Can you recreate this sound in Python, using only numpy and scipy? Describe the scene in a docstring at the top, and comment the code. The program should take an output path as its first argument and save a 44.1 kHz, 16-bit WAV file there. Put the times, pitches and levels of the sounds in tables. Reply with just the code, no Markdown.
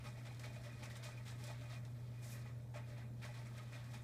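"""Kitten digging in clay litter

A kitten digs in a plastic tray on a tiled floor, heard from about a metre above.
Each paw stroke is a shower of random grain clicks, which also excite the modes of the tray;
loose grains trickle between strokes, soft swishes brush the dust, and knocks and ticks stand out.
A mains-driven appliance hums as a sine over the shaped noise of room rumble and microphone hiss."""
import sys
import numpy as np
from scipy import signal
from scipy.fft import rfft, irfft
from scipy.io import wavfile
from scipy.ndimage import uniform_filter1d

SR = 44100
rng = np.random.default_rng(int(sys.argv[2]) if len(sys.argv) > 2 else 0)


def master_out(mix):
    """Clip the mix to full scale and print it as 16-bit PCM to the path in sys.argv[1]."""
    frames = np.transpose(np.atleast_2d(mix))
    ceiling = np.clip(frames, -1, 1)
    pcm = np.round(ceiling * 32767).astype(np.int16)
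    wavfile.write(sys.argv[1], SR, pcm)


N = 178119
T = np.arange(N) / SR  # time [s]

# Paw strokes; positive brightness skims the dusty top, negative digs to the tray floor:
# (time [s], relative strength [dB], brightness [dB], length [s])
PAW_STROKES = [(0.0357, -47.5, -1.5, 0.031), (0.163, -58, -4, 0.027), (0.246, -49.5, -4.5, 0.024),
               (0.3476, -58.5, -9, 0.026), (0.394, -54, 1.5, 0.013), (0.4306, -48, 2, 0.021),
               (0.526, -56.5, 1.5, 0.017), (0.5554, -59, 1, 0.018), (0.6324, -51, -1, 0.03),
               (0.786, -60, 3.5, 0.023), (0.8196, -47, -2, 0.027), (0.894, -54.5, 4, 0.021),
               (0.95, -51.5, 2.5, 0.017), (1.0216, -49.5, 3, 0.046), (1.1084, -60, -3, 0.02),
               (1.1674, -57, -1, 0.014), (1.2476, -50.5, 1, 0.054), (1.3784, -58, 5, 0.047),
               (1.435, -52.5, 3, 0.057), (1.493, -55.5, 2, .023), (1.609, -55.5, 1.5, 0.011),
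               (1.683, -51, -1, .059), (1.846, -59, 3, 0.0079), (2.445, -56, -7, 0.04),
               (2.7354, -48, -6.5, 0.035), (2.8873, -59.5, -9, 0.12), (2.9654, -56, -3.5, 0.046),
               (3.2113, -49, -1, 0.049), (3.335, -54, -2.5, .021), (3.3643, -54, -3, 0.027),
               (3.4494, -55, -3, 0.013), (3.5364, -59.5, 2.5, 0.034), (3.571, -51, -2.5, 0.022),
               (3.713, -49, -5, 0.043), (3.7564, -60, 1, .03), (3.837, -58.5, 3.5, 0.018),
               (3.8995, -63, 6.5, 0.025), (3.931, -49.5, 0, 0.02)]
# Soft swishes over the dusty surface as the kitten turns:
# (time [s], relative strength [dB], brightness [dB], length [s])
SURFACE_SWISHES = [(2.206, -57, -2.5, .065), (2.275, -59, 3.5, 0.061)]
# Loose litter sliding under the body: (time [s], relative crunch level [dB])
SLIDING_LITTER = [(0.0, -60), (1.06, -56.5), (1.26, -62.5), (1.63, -55), (1.81, -67), (2.1, -64),
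                  (2.38, -55), (2.53, -67.5), (2.78, -75.5), (2.9, -55.5), (3.04, -83), (3.26, -59),
                  (3.41, -59.5), (4.04, -60)]
# Colour of the clay grains by the pitch they click at: (frequency [Hz], relative level [dB])
GRAIN_COLOUR = [(900, -11.5), (1200, -9), (1500, -5.5), (2000, -1.5), (2500, -6.5), (3300, 1), (4000, 0.5),
                (5200, -2.5)]
# Colour of dust skittering on top: (frequency [Hz], relative level [dB])
DUST_COLOUR = [(4200, -17.5), (5200, 2.5), (5700, 0.5), (8000, 1), (10000, -5), (12500, -12.5),
               (15600, -12)]
# Colour of the finest dust thrown up: (frequency [Hz], relative level [dB])
SPRAY_COLOUR = [(7000, -18), (10000, 5), (13000, 5), (15600, -6)]
# Modes of the plastic tray: (frequency [Hz], width [Hz], relative level [dB])
TRAY_MODES = [(517, 57, -9.5), (595.3, 28, 0), (669.5, 23.5, -1), (827, 56, -1.5), (895, 16, -7),
              (1094, 19, -8), (1264, 24, -4.5), (1745, 74, -5), (1913, 21, -5.5), (1992, 53, -5),
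              (2075, 21, -17), (2217, 32, -3.5), (2451, 42, -1.5), (2457, 44, -14), (3676, 17, -9),
              (4090, 73, -9.5)]
# Lumps and claws knocking the tray: (time [s], peak level [dB], frequency of the nearest modes [Hz])
TRAY_KNOCKS = [(0.059, -54, 1260), (.44, -51, 2500), (.562, -51, 650), (.672, -54.5, 624),
               (.87, -55.5, 595), (.905, -51.5, 1880), (1.055, -52, 600), (1.125, -59, 2415),
               (1.175, -58, 2470), (1.498, -53, 580), (1.51, -51, 910), (1.613, -55, 580), (2.74, -53, 840),
               (2.755, -47, 580), (2.76, -56, 1260), (3.24, -46, 1930), (3.34, -55, 1880),
               (3.75, -51.5, 590)]
# Single grains flicked against the wall: (time [s], peak level [dB], colour centre [Hz])
WALL_TICKS = [(0.346, -55, 4150), (0.395, -49, 4720), (0.856, -49.5, 3820), (1.4392, -46.5, 4730),
              (1.611, -60, 3400), (1.851, -53, 3620)]
# Appliance hum: (time [s], rms level [dB])
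HUM_LEVEL = [(0.0, -51.5), (0.42, -50.5), (0.98, -52), (1.74, -49), (3.69, -50.5), (4.04, -51)]
# Spectrum of the room rumble: (frequency [Hz], relative level per Hz [dB])
RUMBLE_COLOUR = [(20, -20), (50, -9), (76, -5), (88, 0), (100, -8.5), (135, -1), (162, -15), (215, -5),
                 (250, -11), (275, -11.5), (300, -16.5), (420, -18), (650, -22), (900, -51)]
# Spectrum of the microphone hiss: (frequency [Hz], relative level per Hz [dB])
HISS_COLOUR = [(600, 0.5), (900, -1.5), (1500, -3), (2500, -14), (3000, -11.5), (4000, -13.5), (8000, -14),
               (15600, -17)]

GRIT_HZ = 2900  # grains clicking above it are fine grit
THUD_TOP_HZ = 1000  # modes below it belong to the floor of the tray
RISE_SHARE, SWISH_RISE_SHARE = 0.38, 0.68  # part of the length in which a stroke or swish rises
SETTLE_S, SETTLE_PER_LENGTH = 0.16, 3.25  # crunch decay by 60 dB [s], and seconds added per second of length
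# Grit, fizz, thud and spray: level over the crunch [dB], and dB gained per dB of brightness
STROKE_MIX_DB, SWISH_MIX_DB = [-7.5, -11, -8, -30], [-7, -1.5, -26, -12]
BRIGHT_SLOPE = [0.85, 0.94, -0.21, 1.3]
# The same four in the trickle: level over the crunch at its middle level [dB], and dB gained per dB of crunch
TRICKLE_MID_DB = -60
TRICKLE_MIX_DB, TRICKLE_FOLLOW = [-9, -13, -5.5, -28.5], [0.75, 0.82, 0.41, .8]
HUM_HZ = 120
RUMBLE_DB, HISS_DB = -58.5, -74  # rms levels
EDGE_HZ = 15480  # upper band limit


def litter():
    """Superposition: grain clicks heard directly and through the walls of the tray."""
    crunch, grit, fizz, thud, spray = activity()
    return dust(fizz, spray) + crushed_grains(crunch, grit) + tray_rattle(crunch, thud)


def activity(grit_fade=0.65, fizz_fade=0.88, thud_fade=1.0, spray_fade=0.66):
    """Incoherent addition: powers of strokes, swishes and trickle sum in crunch, grit, fizz, thud and spray."""
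    sliding_db = np.interp(T, *np.transpose(SLIDING_LITTER)) - TRICKLE_MID_DB
    mix_and_follow = zip([0, *TRICKLE_MIX_DB], [1, *TRICKLE_FOLLOW])
    trickle_db = [TRICKLE_MID_DB + over_db + follow * sliding_db for over_db, follow in mix_and_follow]
    power = gain_of(trickle_db) ** 2

    # decay times relative to the crunch
    fade = np.array([[1], [grit_fade], [fizz_fade], [thud_fade], [spray_fade]])
    moves = [(*stroke, STROKE_MIX_DB, RISE_SHARE) for stroke in PAW_STROKES]
    moves += [(*swish, SWISH_MIX_DB, SWISH_RISE_SHARE) for swish in SURFACE_SWISHES]
    for s, db, bright_db, length, base_mix_db, rise_share in moves:
        mix_db = np.add(base_mix_db, np.multiply(BRIGHT_SLOPE, bright_db))
        levels_db = db + np.append(0, mix_db)[:, None]
        start, length = round(s * SR), max(length, 2e-3)
        t = T[:N - start][:SR // 2]
        # the paw digs in smoothly, drags, then the thrown grains settle
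        rise = np.sin(np.pi / 2 * np.minimum(t / (rise_share * length), 1))
        decay_s = (SETTLE_S + SETTLE_PER_LENGTH * length) * fade
        settling = gain_of(-60 * np.maximum(t - length, 0) / decay_s)
        power[:, start:start + len(t)] += (gain_of(levels_db) * rise * settling) ** 2
    return np.sqrt(power)


def crushed_grains(crunch, grit, cycles=4.18, count=14):
    """Granular excitation: each size of grain clicks at its own pitch and gives way in its own clumps."""
    out = np.zeros(N)
    for hz in np.geomspace(GRAIN_COLOUR[0][0], GRAIN_COLOUR[-1][0], count):
        drive = gain_of(-17.0) * crunch if hz < GRIT_HZ else gain_of(-12.5) * grit
        crushed = drive * clumps(.02, depth_db=2.5) * grains(per_s=900, spread_db=1.5)
        # a few cycles under a bell-shaped envelope
        t = T[:round(SR * cycles / hz)]
        click = np.sin(2 * np.pi * hz * t) * np.exp(-(t * hz / cycles * 4 - 2) ** 2)
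        click = click / np.linalg.norm(click)
        out += gain_of(read(GRAIN_COLOUR, hz)) * signal.oaconvolve(crushed, click)[:N]
    return out


def dust(fizz, spray):
    """Filtered shot noise: dense clicks take the colours of skittering dust and of the finest spray."""
    skitter = fizz * clumps(0.016, depth_db=2.0) * grains(per_s=7000, spread_db=-3.0)
    thrown = spray * grains(per_s=9900, spread_db=4.5)
    skitter = gain_of(-5.5) * signal.oaconvolve(skitter, causal(DUST_COLOUR))[:N]
    return skitter + signal.oaconvolve(thrown, causal(SPRAY_COLOUR))[:N]


def tray_rattle(crunch, thud):
    """Modal resonance: larger lumps strike the plastic, each exciting a single mode."""
    out = np.zeros(N)
    for mode in TRAY_MODES:
        drive = gain_of(-10.5) * thud if mode[0] < THUD_TOP_HZ else gain_of(-17.5) * crunch
        lumps = drive * grains(per_s=90, spread_db=3.5)
        out += gain_of(mode[2]) * signal.oaconvolve(lumps, ringing([mode]))[:N]
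    return out


def grains(per_s, spread_db):
    """Shot noise: clicks of random sign and moment; positive spread makes a few large, negative a few small."""
    size = gain_of(spread_db * np.minimum(rng.exponential(1, N), 4))
    sign = rng.choice([-1., 1.], N)
    struck = rng.random(N) < per_s / SR
    return evened(size * sign * struck)


def clumps(seconds, depth_db):
    """Random modulation: grains give way in uneven clumps, a quick gain of rms 1."""
    wander = uniform_filter1d(rng.standard_normal(N), max(round(seconds * SR), 2))
    return evened(gain_of(depth_db * evened(wander)))


def knocks(reach=0.21, push=0.0013):
    """Local modal excitation: a blow favours the nearest modes, with an onset softened over push seconds."""
    out = np.zeros(N)
    soft_start = 1 - np.exp(-T[:3000] / push)
    for s, db, near_hz in TRAY_KNOCKS:
        modes = [(hz, width, mode_db - 10 * (np.log(hz / near_hz) / reach) ** 2)
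                 for hz, width, mode_db in TRAY_MODES]
        add(out, s, db, ringing(modes) * soft_start)
    return out


def ticks(decay_s=0.026, octaves=1.0):
    """Impact noise: a flicked grain is a snap of wide noise decaying at 60 dB per decay_s."""
    out, t = np.zeros(N), T[:512]
    bins_hz = np.fft.rfftfreq(len(t), 1 / SR) + 1
    for s, db, hz in WALL_TICKS:
        snap = rng.standard_normal(len(t)) * gain_of(-60 * t / decay_s)
        colour = gain_of(-6 * (np.log2(bins_hz / hz) / octaves) ** 2)
        add(out, s, db, irfft(rfft(snap) * colour))
    return out


def room(x, t60=0.15):
    """Reverberation: sparse, decaying echoes of random sign off the tiles and walls."""
    taps = np.zeros(SR // 3)
    at = np.arange(120, len(taps) - 20, 20)
    at = at + rng.integers(0, 20, len(at))
    taps[at] = rng.choice([-1., 1.], len(at)) * gain_of(-60 * at / SR / t60)
    taps = signal.lfilter([1], [1, -.4], taps)  # echoes are duller than the direct sound
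    return signal.oaconvolve(x, taps / np.linalg.norm(taps))[:N]


def hum():
    """Magnetostriction: a magnetic buzz at twice the mains frequency."""
    db = np.interp(T, *np.transpose(HUM_LEVEL))
    return np.sqrt(2) * gain_of(db) * np.sin(2 * np.pi * (HUM_HZ * T + rng.random()))


def background():
    """Stationary noise: room rumble and microphone hiss, each with its own spectrum."""
    rumble = gain_of(RUMBLE_DB) * coloured(RUMBLE_COLOUR, patchy_db=1.35)
    return rumble + gain_of(HISS_DB) * coloured(HISS_COLOUR, patchy_db=-3.0)


def coloured(points, patchy_db):
    """Spectral shaping: random noise frames take a given spectrum with faint drifting patches."""
    frames, hz = N // 1024 + 5, np.fft.rfftfreq(4096, 1 / SR)
    real, imaginary, patches = rng.standard_normal((frames, 2049, 3)).T
    patches = uniform_filter1d(patches, size=20, axis=0)  # smooth over frequency
    patches = evened(uniform_filter1d(patches, size=4, axis=1))  # smooth over time
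    level_db = read(points, hz)[:, None] + patchy_db * patches
    spectrum = (real + 1j * imaginary) * gain_of(level_db)
    return evened(signal.istft(spectrum, nperseg=4096, noverlap=3072)[1][:N])


def ringing(modes, size=3000):
    """Modal synthesis: an impulse response of energy 1 made of dying sines; wider modes die sooner."""
    t = np.arange(size) / SR
    taps = np.zeros(size)
    for k, (hz, width, db) in enumerate(modes):
        decay = np.sqrt(width) * np.exp(-np.pi * width * t)
        taps += (-1) ** k * gain_of(db) * decay * np.sin(2 * np.pi * hz * t)
    return taps / np.linalg.norm(taps)


def causal(points, size=1024):
    """Minimum phase: the Hilbert transform of log gain gives a causal response, scaled to energy 1."""
    log_gain = np.log(gain_of(read(points, abs(np.fft.fftfreq(4 * size, 1 / SR)))))
    taps = np.fft.ifft(np.exp(np.conj(signal.hilbert(log_gain)))).real[:size]
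    return taps / np.linalg.norm(taps)


def read(points, hz):
    """Logarithmic frequency: interpolates a spectrum in dB, at -70 dB outside its ends."""
    f, db = np.transpose(points)
    return np.interp(np.log(hz + 1), np.log(f + 1), db, left=-70, right=-70)


def add(mix, s, db, sound):
    """Superposition: mixes a sound in at time s, scaled to a peak of db."""
    part = mix[round(s * SR):][:len(sound)]
    part += (gain_of(db) * sound / abs(sound).max())[:len(part)]


def gain_of(db):
    """Level law: decibels to amplitude."""
    return 10 ** (np.asarray(db) / 20)


def evened(x):
    """Mean power: scales to rms 1."""
    return x / np.sqrt(np.mean(x ** 2) + 1e-20)


def scene():
    """Direct and reverberant fields: digging with its echoes over hum, rumble and hiss."""
    dig = litter() + knocks() + ticks()
    return (dig + gain_of(-11) * room(dig) + hum() + background())[None]


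def record(dry, dip_hz=2900, dip_q=7.5, depth=0.37):
    """Linear filtering: a narrow partial dip from the microphone housing, then an upper band limit."""
    notched = signal.lfilter(*signal.iirnotch(dip_hz, dip_q, SR), dry)
    heard = dry + depth * (notched - dry)
    low_pass = signal.firwin(511, EDGE_HZ, window=("kaiser", 9), fs=SR)
    return signal.oaconvolve(heard, low_pass[None], "same")


dry = scene()
out = record(dry)
master_out(out)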